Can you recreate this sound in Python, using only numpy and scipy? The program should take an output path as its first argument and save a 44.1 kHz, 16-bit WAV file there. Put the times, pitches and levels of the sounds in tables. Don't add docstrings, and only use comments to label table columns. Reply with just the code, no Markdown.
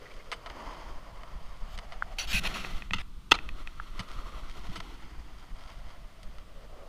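import sys
import numpy as np
from scipy import signal
from scipy.fft import rfft, irfft
from scipy.io import wavfile

SR = 44100
rng = np.random.default_rng(int(sys.argv[2]) if len(sys.argv) > 2 else 0)


def file_out(sig):
    cols = np.atleast_2d(sig).T
    lim = np.clip(cols, -1, 1)
    pcm = np.round(lim * 32767).astype(np.int16)
    wavfile.write(sys.argv[1], SR, pcm)


N = 303408
TIME = np.arange(N) / SR


# t/s, hum level/dB, growl level/dB, hiss level/dB
ROLLING_LEVELS = [(0, -66, -57.5, -60), (1.15, -57, -58, -61), (1.6, -57, -60, -61.5),
                  (2.15, -70, -54, -58.5), (2.85, -86, -75, -65), (3.8, -70, -89, -59),
                  (4.45, -62.5, -61.5, -60.5), (5.2, -68, -66, -63.5), (5.7, -63, -61.5, -61),
                  (6.3, -74.5, -64.5, -64.5), (6.88, -60, -51.5, -64)]
# peak t/s, fall time/s, hum/dB, growl/dB, deck/dB, hiss/dB
CARVE_LOADS = [(.67, 0.29, -48.5, -54, -55.5, -53.5), (2.52, 0.29, -64, -52.5, -53.5, -44),
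               (3.42, 0.31, -57, -63.5, -58.5, -62.5), (4.17, 0.37, -52.5, -60, -59, -55),
               (4.75, 0.65, -62.5, -76, -57.5, -56.5)]

def rolling(take_off_s=2.97, landing_s=3.32, lift_s=0.035, flutter_db=2.03):
    hum_db, growl_db, hiss_db = follow(ROLLING_LEVELS, TIME)
    loads = [gain_of(db)[:, None] * swell(s, fall) for s, fall, *db in CARVE_LOADS]
    hum_load, growl_load, deck_load, hiss_load = power_sum(*loads)
    hum_gain = power_sum(gain_of(hum_db), hum_load)
    growl_gain = power_sum(gain_of(growl_db), growl_load)
    body = board_vibration(hum_gain, growl_gain, deck_load)
    hiss = power_sum(gain_of(hiss_db), hiss_load) * wheel_hiss()
    patches = gain_of(flutter_db * wander(rate_hz=19))
    grounded = np.clip((take_off_s - TIME) / lift_s, 0, 1) + (TIME > landing_s)
    return grounded * patches * (body + hiss)


# t/s, growl f/Hz, hum f/Hz
WHEEL_RESONANCES = [(0, 496, 1130), (.35, 530, 1110), (.65, 610, 970), (1.4, 617, 1080), (2.05, 713, 1180),
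                    (4.2, 595, 1190), (4.9, 756, 930), (6.88, 548, 1116)]

def board_vibration(hum_gain, growl_gain, deck_gain, waver=0.024):
    growl_hz, hum_hz = follow(WHEEL_RESONANCES, TIME)
    hum_hz = hum_hz * (1 + waver * wander(rate_hz=11))
    deck = deck_gain * resonate(rng.standard_normal(N), hz=303, width_hz=234)
    growl = growl_gain * resonate(rng.standard_normal(N), growl_hz, width_hz=296)
    hum = hum_gain * resonate(rng.standard_normal(N), hum_hz, width_hz=350)
    return deck + growl + hum


# f/Hz, relative level/dB
FLOOR_SPECTRUM = [(300, -13), (900, -1), (1330, 5.5), (1630, 1), (2000, 5.5), (2550, -3), (3200, 0.5),
                  (3850, -16.5), (4400, -5), (4980, -3.5), (5600, -13.5), (6400, -10), (7500, -20.5),
                  (15000, -28)]
# f/Hz, relative level/dB
WALL_SPECTRUM = [(700, -15.5), (1080, -1.5), (1330, 4.5), (1660, -8), (2020, 1), (2350, -6), (3250, -2),
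                 (3900, -9), (4300, -4.5), (4800, -15), (5600, -12), (6400, -16), (8700, -23.5),
                 (10000, -22), (15000, -29)]

def wheel_hiss(wall_s=2.12, floor_s=5, turn_s=0.18, grit_db=-8.5, grit_per_s=450):
    texture, grain_sizes = rng.standard_normal((2, N))
    grit = unit_rms(grain_sizes * (rng.random(N) < grit_per_s / SR))
    ground = texture + gain_of(grit_db) * grit
    on_wall = np.clip(.5 + np.minimum(TIME - wall_s, floor_s - TIME) / turn_s, 0, 1)
    return on_wall * coloured(ground, WALL_SPECTRUM) + (1 - on_wall) * coloured(ground, FLOOR_SPECTRUM)


# nominal f/Hz, width/Hz, relative level/dB
BOARD_MODES = [(280, 140, -2), (460, 100, -12), (980, 110, -2.5), (1390, 160, 3), (2100, 170, 0),
               (2777, 120, 4), (2920, 110, 1.5), (3230, 150, 1), (3640, 310, -3.5), (4510, 520, -11),
               (5400, 170, -15), (6460, 460, -17), (7550, 1600, -27), (11500, 2800, -36.5)]
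# t/s, relative level/dB, chatter time/s, chatter/dB re blow, tilt/(dB/octave)
BOARD_STRIKES = [(2.9345, -21.5, 0.0179, 1, 0.5), (2.957, -37.5, 0.032, 9, 1), (2.983, -35, 0.0094, 4, 0.5),
                 (3.3115, -24, 0.0052, 20, 3.5), (3.3158, -13.5, 0.016, 33, 1.5),
                 (3.3182, -9.8, 0.0033, 0, -1.5)]

def take_off_and_landing():
    return axle_impacts(BOARD_STRIKES, BOARD_MODES)


# nominal f/Hz, width/Hz, relative level/dB
WHEEL_MODES = [(483, 20, 7), (702, 57, 8), (1050, 142, 8), (1350, 100, 11), (2075, 560, 2),
               (3144, 220, 2.5), (3720, 400, -6), (4700, 1170, -7), (6610, 130, -12), (8370, 410, -19),
               (10340, 1300, -26)]
# t/s, relative level/dB, chatter time/s, chatter/dB re blow, tilt/(dB/octave)
JOINT_STRIKES = [(0.3165, -29, 0.036, 3.5, 2), (0.461, -35, 0.02, 5, -1.5), (0.499, -39.5, 0.009, 6, -1.5),
                 (1.234, -43.5, 0.006, -2, -1), (1.777, -43, 0.0061, 4, 5), (1.788, -38, 0.012, -3, 2),
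                 (1.922, -38, 0.026, 2, -0.5), (3.9934, -31.5, 0.023, 7, 3),
                 (4.7565, -34.5, 0.032, 14, 3.5), (4.802, -35.5, 0.0083, 6, 1.5),
                 (6.231, -50.5, 0.011, -1.5, 8), (6.384, -48, 0.01, -6, 2)]

def joint_clatter():
    return axle_impacts(JOINT_STRIKES, WHEEL_MODES)


def axle_impacts(strikes, modes, boost_db=23, second_wheel_s=.00146, second_wheel_db=-7):
    out = np.zeros(N)
    contacts = [0, round(second_wheel_s * SR)]
    for s, db, chatter_s, chatter_db, tilt_db in strikes:
        force = gain_of(chatter_db) * chatter(chatter_s)
        force[contacts] += unit_energy(gain_of([0, second_wheel_db]))
        clack = signal.fftconvolve(force, modal_response(modes, tilt_db, tuning=0.96))
        add(out, s, gain_of(db + boost_db) * unit_energy(clack))
    return out


def chatter(decay_s):
    fade = np.exp(-(np.arange(2400) / SR / decay_s) ** 3)
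    force = rng.standard_normal(len(fade)) * fade
    for _ in range(3):
        whitened = irfft(np.exp(1j * np.angle(rfft(force))))
        force = whitened * fade
    return unit_energy(force)


# nominal f/Hz, width/Hz, relative level/dB
RASP_MODES = [(790, 480, -9.5), (1490, 320, -4), (2025, 200, -1), (2663, 390, 2.5), (3240, 360, -4.5),
              (3850, 260, -4), (4370, 290, -3.5), (5660, 600, -11), (6730, 1400, -18), (10230, 1100, -18.5),
              (13800, 3100, -27.5)]
# start t/s, duration/s, level/dB, rise over the slide/dB, tilt/(dB/octave), tuning ratio
SLIDES = [(0.325, 0.012, -35.5, -12, -3, 0.75), (1.674, 0.087, -58, 12, 2, 1.14),
          (2.183, 0.075, -37, -15, 1, 1.01), (2.271, 0.055, -37, 13.5, 1, 1.17),
          (2.327, 0.072, -31.5, -4, 2.5, 0.996), (2.434, 0.044, -33.5, 9, 0, 0.95),
          (2.534, 0.29, -46.5, -35, 0, 0.987), (2.989, 0.03, -43.5, 1, -1.5, 0.866),
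          (3.339, 0.018, -33, 1.5, -8.5, 1.53)]

def scuffs(judder_db=-0.3):
    out = np.zeros(N)
    slips = rng.standard_normal(N) * gain_of(judder_db * wander(rate_hz=37))
    for s, length, db, rise_db, tilt_db, tuning in SLIDES:
        drag = slips[round(s * SR):][:round(length * SR)]
        stroke = gain_of(rise_db * np.linspace(0, 1, len(drag))) * signal.windows.tukey(len(drag), .08)
        rasp = signal.fftconvolve(unit_rms(drag * stroke), modal_response(RASP_MODES, tilt_db, tuning))
        add(out, s, gain_of(db) * rasp)
    return out


# start t/s, duration/s, f/Hz, level/dB
MODE_CATCHES = [(0.051, 0.023, 1930, -51.5), (0.103, 0.022, 2320, -55), (0.196, 0.02, 2070, -53.5),
                (2.182, 0.068, 4450, -43), (2.186, 0.041, 5850, -40), (2.318, 0.083, 2550, -33),
                (2.444, 0.022, 830, -39), (2.549, 0.029, 1130, -41.5)]

def squeals(width_hz=100, coarse_cycles=8):
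    out = np.zeros(N)
    for s, length, hz, db in MODE_CATCHES:
        slips = rng.standard_normal(round(length * SR))
        note = resonate(slips, hz, width_hz + coarse_cycles / length)
        add(out, s, gain_of(db) * note * signal.windows.tukey(len(slips), .5))
    return out


# peak t/s, fall time/s, level/dB
RATTLE_SPELLS = [(.13, 0.15, -59), (.72, 0.24, -58.5), (1.5, 0.27, -63), (4.108, 0.031, -48),
                 (4.49, 0.037, -50.5), (4.66, 0.15, -57.5), (5.4, 0.046, -59), (5.66, 0.12, -56.5),
                 (5.91, 0.036, -59.5)]

def rattles(taps_per_s=340, spread_db=5, tilt_db=3, detune=.02, wheels=4):
    out = np.zeros(N)
    for offset in np.linspace(-1, 1, wheels):
        sizes = rng.choice([-1, 1], N) * gain_of(spread_db * np.minimum(rng.exponential(1, N), 2))
        taps = sizes * (rng.random(N) < taps_per_s / wheels / SR)
        out += signal.oaconvolve(taps, modal_response(WHEEL_MODES, tilt_db, 1 + detune * offset))[:N]
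    return unit_rms(out) * power_sum(*[gain_of(db) * swell(s, fall) for s, fall, db in RATTLE_SPELLS])


# nominal f/Hz, width/Hz, relative level/dB
TRUCK_MODES = [(1050, 1300, -5.5), (2060, 220, 2.5), (2700, 180, 5.5), (3470, 710, -9)]
# t/s, energy level/dB, tilt/(dB/octave)
TRUCK_TAPS = [(2.6473, -10.5, -2.5), (2.8218, -15.5, 3), (2.9086, -9.5, 1.5), (3.3884, -12.5, 1.5),
              (3.4899, -14.5, 6), (3.6738, -14, 4.5)]

def truck_clicks():
    out = np.zeros(N)
    for s, db, tilt_db in TRUCK_TAPS:
        add(out, s, gain_of(db) * modal_response(TRUCK_MODES, tilt_db, tuning=0.933))
    return out


def close_pass(start_s=2.345, rise_s=0.029, level_db=-44, fade_db_per_s=29, deep_db=-3):
    upper = resonate(rng.standard_normal(N), hz=186, width_hz=40)
    deep = gain_of(deep_db) * resonate(rng.standard_normal(N), hz=116, width_hz=116)
    since = TIME - start_s
    envelope = np.clip(since / rise_s, 0, 1) * gain_of(level_db - fade_db_per_s * abs(since))
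    return (upper + deep) * envelope


# t/s, level/dB, f/Hz, T60/s
NEAR_TICKS = [(2.0232, -19, 1420, 0.014), (3.799, -24.5, 1340, 0.014)]

def hollow_ticks(rise_s=.00025, snap_db=-4, snap_s=0.0018, band_hz=(680, 4200)):
    out, t = np.zeros(N), np.arange(2048) / SR
    onset = (1 - np.exp(-t / rise_s)) ** 2
    for s, db, hz, t60 in NEAR_TICKS:
        ring = np.sin(2 * np.pi * hz * t) * np.exp(-np.log(1000) * t / t60)
        snap = resonate(rng.standard_normal(len(t)), hz, width_hz=960) * np.exp(-t / snap_s)
        add(out, s, gain_of(db) * onset * (ring + gain_of(snap_db) * snap))
    return signal.sosfilt(signal.butter(2, band_hz, "bandpass", fs=SR, output="sos"), out)


# t/s, relative level/dB
LOW_THUMPS = [(2.341, -19.5), (2.91, -25), (2.946, -24.5), (3.318, -32), (3.994, -24.5), (4.689, -26.5),
              (4.779, -31)]

def low_thumps(low_hz=105, high_hz=180, rise_s=0.0078, decay_s=0.0095):
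    out, t = np.zeros(N), np.arange(4096) / SR
    modes = np.sin(2 * np.pi * low_hz * t) + np.sin(2 * np.pi * high_hz * t)
    thud = modes * np.exp(-t / decay_s) * (1 - np.exp(-t / rise_s))
    for s, db in LOW_THUMPS:
        add(out, s, gain_of(db) * thud)
    return out


def bowl_echo(x, slap_s=0.043, spread_s=.009, slap_db=-30.5, tail_db=-31, t60=.45, dull_hz=1800):
    t = np.arange(SR // 2) / SR
    slap = rng.standard_normal(len(t)) * np.exp(-((t - slap_s) / spread_s) ** 2)
    tail = rng.standard_normal(len(t)) * np.exp(-np.log(1000) * t / t60)
    tail = signal.lfilter([1], [1, -np.exp(-2 * np.pi * dull_hz / SR)], tail)
    echo = gain_of(slap_db) * unit_energy(slap) + gain_of(tail_db) * unit_energy(tail)
    return x + signal.fftconvolve(x, echo)[:N]


# f/Hz, relative level/dB
WIND_SPECTRUM = [(18, 7), (32, 1), (50, -3.5), (75, -15.5), (120, -21), (190, -22.5), (280, -35.5),
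                 (600, -47), (2000, -100.5)]
# peak t/s, fall time/s, relative level/dB
WIND_GUSTS = [(2.36, 0.11, -35), (2.498, 1.8, -42), (2.94, 0.06, -34.5), (4.6, 3, -45)]

def wind(breeze_db=-51, boost_db=4, lumps_db=3.5):
    gusts = power_sum(gain_of(breeze_db), *[gain_of(db) * swell(s, fall) for s, fall, db in WIND_GUSTS])
    lumps = gain_of(boost_db + lumps_db * wander(rate_hz=18))
    return gusts * lumps * coloured(rng.standard_normal(N), WIND_SPECTRUM)


# f/Hz, relative level/dB
AMBIENT_SPECTRUM = [(100, 0.5), (300, -7), (600, -19.5), (1200, -8.5), (1700, -20), (3300, -16.5),
                    (5000, -23), (8000, -29), (15000, -34)]

def background(ambient_db=-58, whine_db=-84, whine_hz=8640):
    whine = gain_of(whine_db) * np.sqrt(2) * np.sin(2 * np.pi * whine_hz * TIME)
    return gain_of(ambient_db) * coloured(rng.standard_normal(N), AMBIENT_SPECTRUM) + whine


def modal_response(modes, tilt_db, tuning, bend_s=0.000504, size=4096):
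    hz = np.fft.rfftfreq(size, 1 / SR)
    power = sum(gain_of(2 * db) / (1 + ((hz - f * tuning) / (w * 0.73)) ** 2) ** 2 for f, w, db in modes)
    tilt = gain_of(tilt_db * np.log2((hz + 200) / 2000))
    low_cut = hz ** 2 / (hz ** 2 + 160 ** 2)
    cepstrum = irfft(np.log(np.sqrt(power) * tilt * low_cut + 1e-5))
    cepstrum[1:size // 2] *= 2
    cepstrum[size // 2 + 1:] = 0
    lag = 4 * np.pi * bend_s * np.sqrt(hz * 2000)
    return unit_energy(irfft(np.exp(rfft(cepstrum) - 1j * lag)))


def resonate(x, hz, width_hz):
    carrier = np.exp(2j * np.pi * np.cumsum(hz * np.ones(len(x))) / SR)
    pole = np.exp(-np.pi * width_hz / SR)
    baseband = signal.lfilter([1], [1, -2 * pole, pole * pole], x / carrier)
    return unit_rms((carrier * baseband).real)


def coloured(x, spectrum):
    hz = np.fft.rfftfreq(N, 1 / SR)
    f, db = np.transpose(spectrum)
    gain = gain_of(np.interp(np.log(hz + 1), np.log(f + 1), db))
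    return unit_rms(irfft(rfft(x) * gain, N))


def wander(rate_hz):
    hz = np.fft.rfftfreq(N, 1 / SR)
    return unit_rms(irfft(rfft(rng.standard_normal(N)) / (1 + (hz / rate_hz) ** 4), N))


def swell(peak_s, fall_s, rise_share=0.86):
    return np.exp(-((TIME - peak_s) / np.where(TIME < peak_s, rise_share * fall_s, fall_s)) ** 2)


def follow(rows, t):
    s, *columns = np.transpose(rows)
    return [np.interp(t, s, column) for column in columns]


def power_sum(*gains):
    return np.sqrt(sum(g ** 2 for g in gains))


def gain_of(db):
    return 10 ** (np.asarray(db) / 20)


def unit_rms(x):
    return x / np.sqrt(np.mean(x ** 2) + 1e-20)


def unit_energy(x):
    return x / np.linalg.norm(x)


def add(mix, s, sound):
    part = mix[max(round(s * SR), 0):][:len(sound)]
    part += sound[:len(part)]


def scene():
    contacts = take_off_and_landing() + joint_clatter() + scuffs() + squeals()
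    board = rolling() + rattles() + bowl_echo(contacts) + truck_clicks() + close_pass()
    return (board + hollow_ticks() + low_thumps() + wind() + background())[None]


def record(dry, ceiling=.95, edge_hz=15500):
    rounded = dry / (1 + (dry / ceiling) ** 6) ** (1 / 6)
    low_pass = signal.firwin(401, edge_hz, window=("kaiser", 8), fs=SR)
    return signal.oaconvolve(rounded, low_pass[None], "same")


dry = scene()
out = record(dry)
file_out(out)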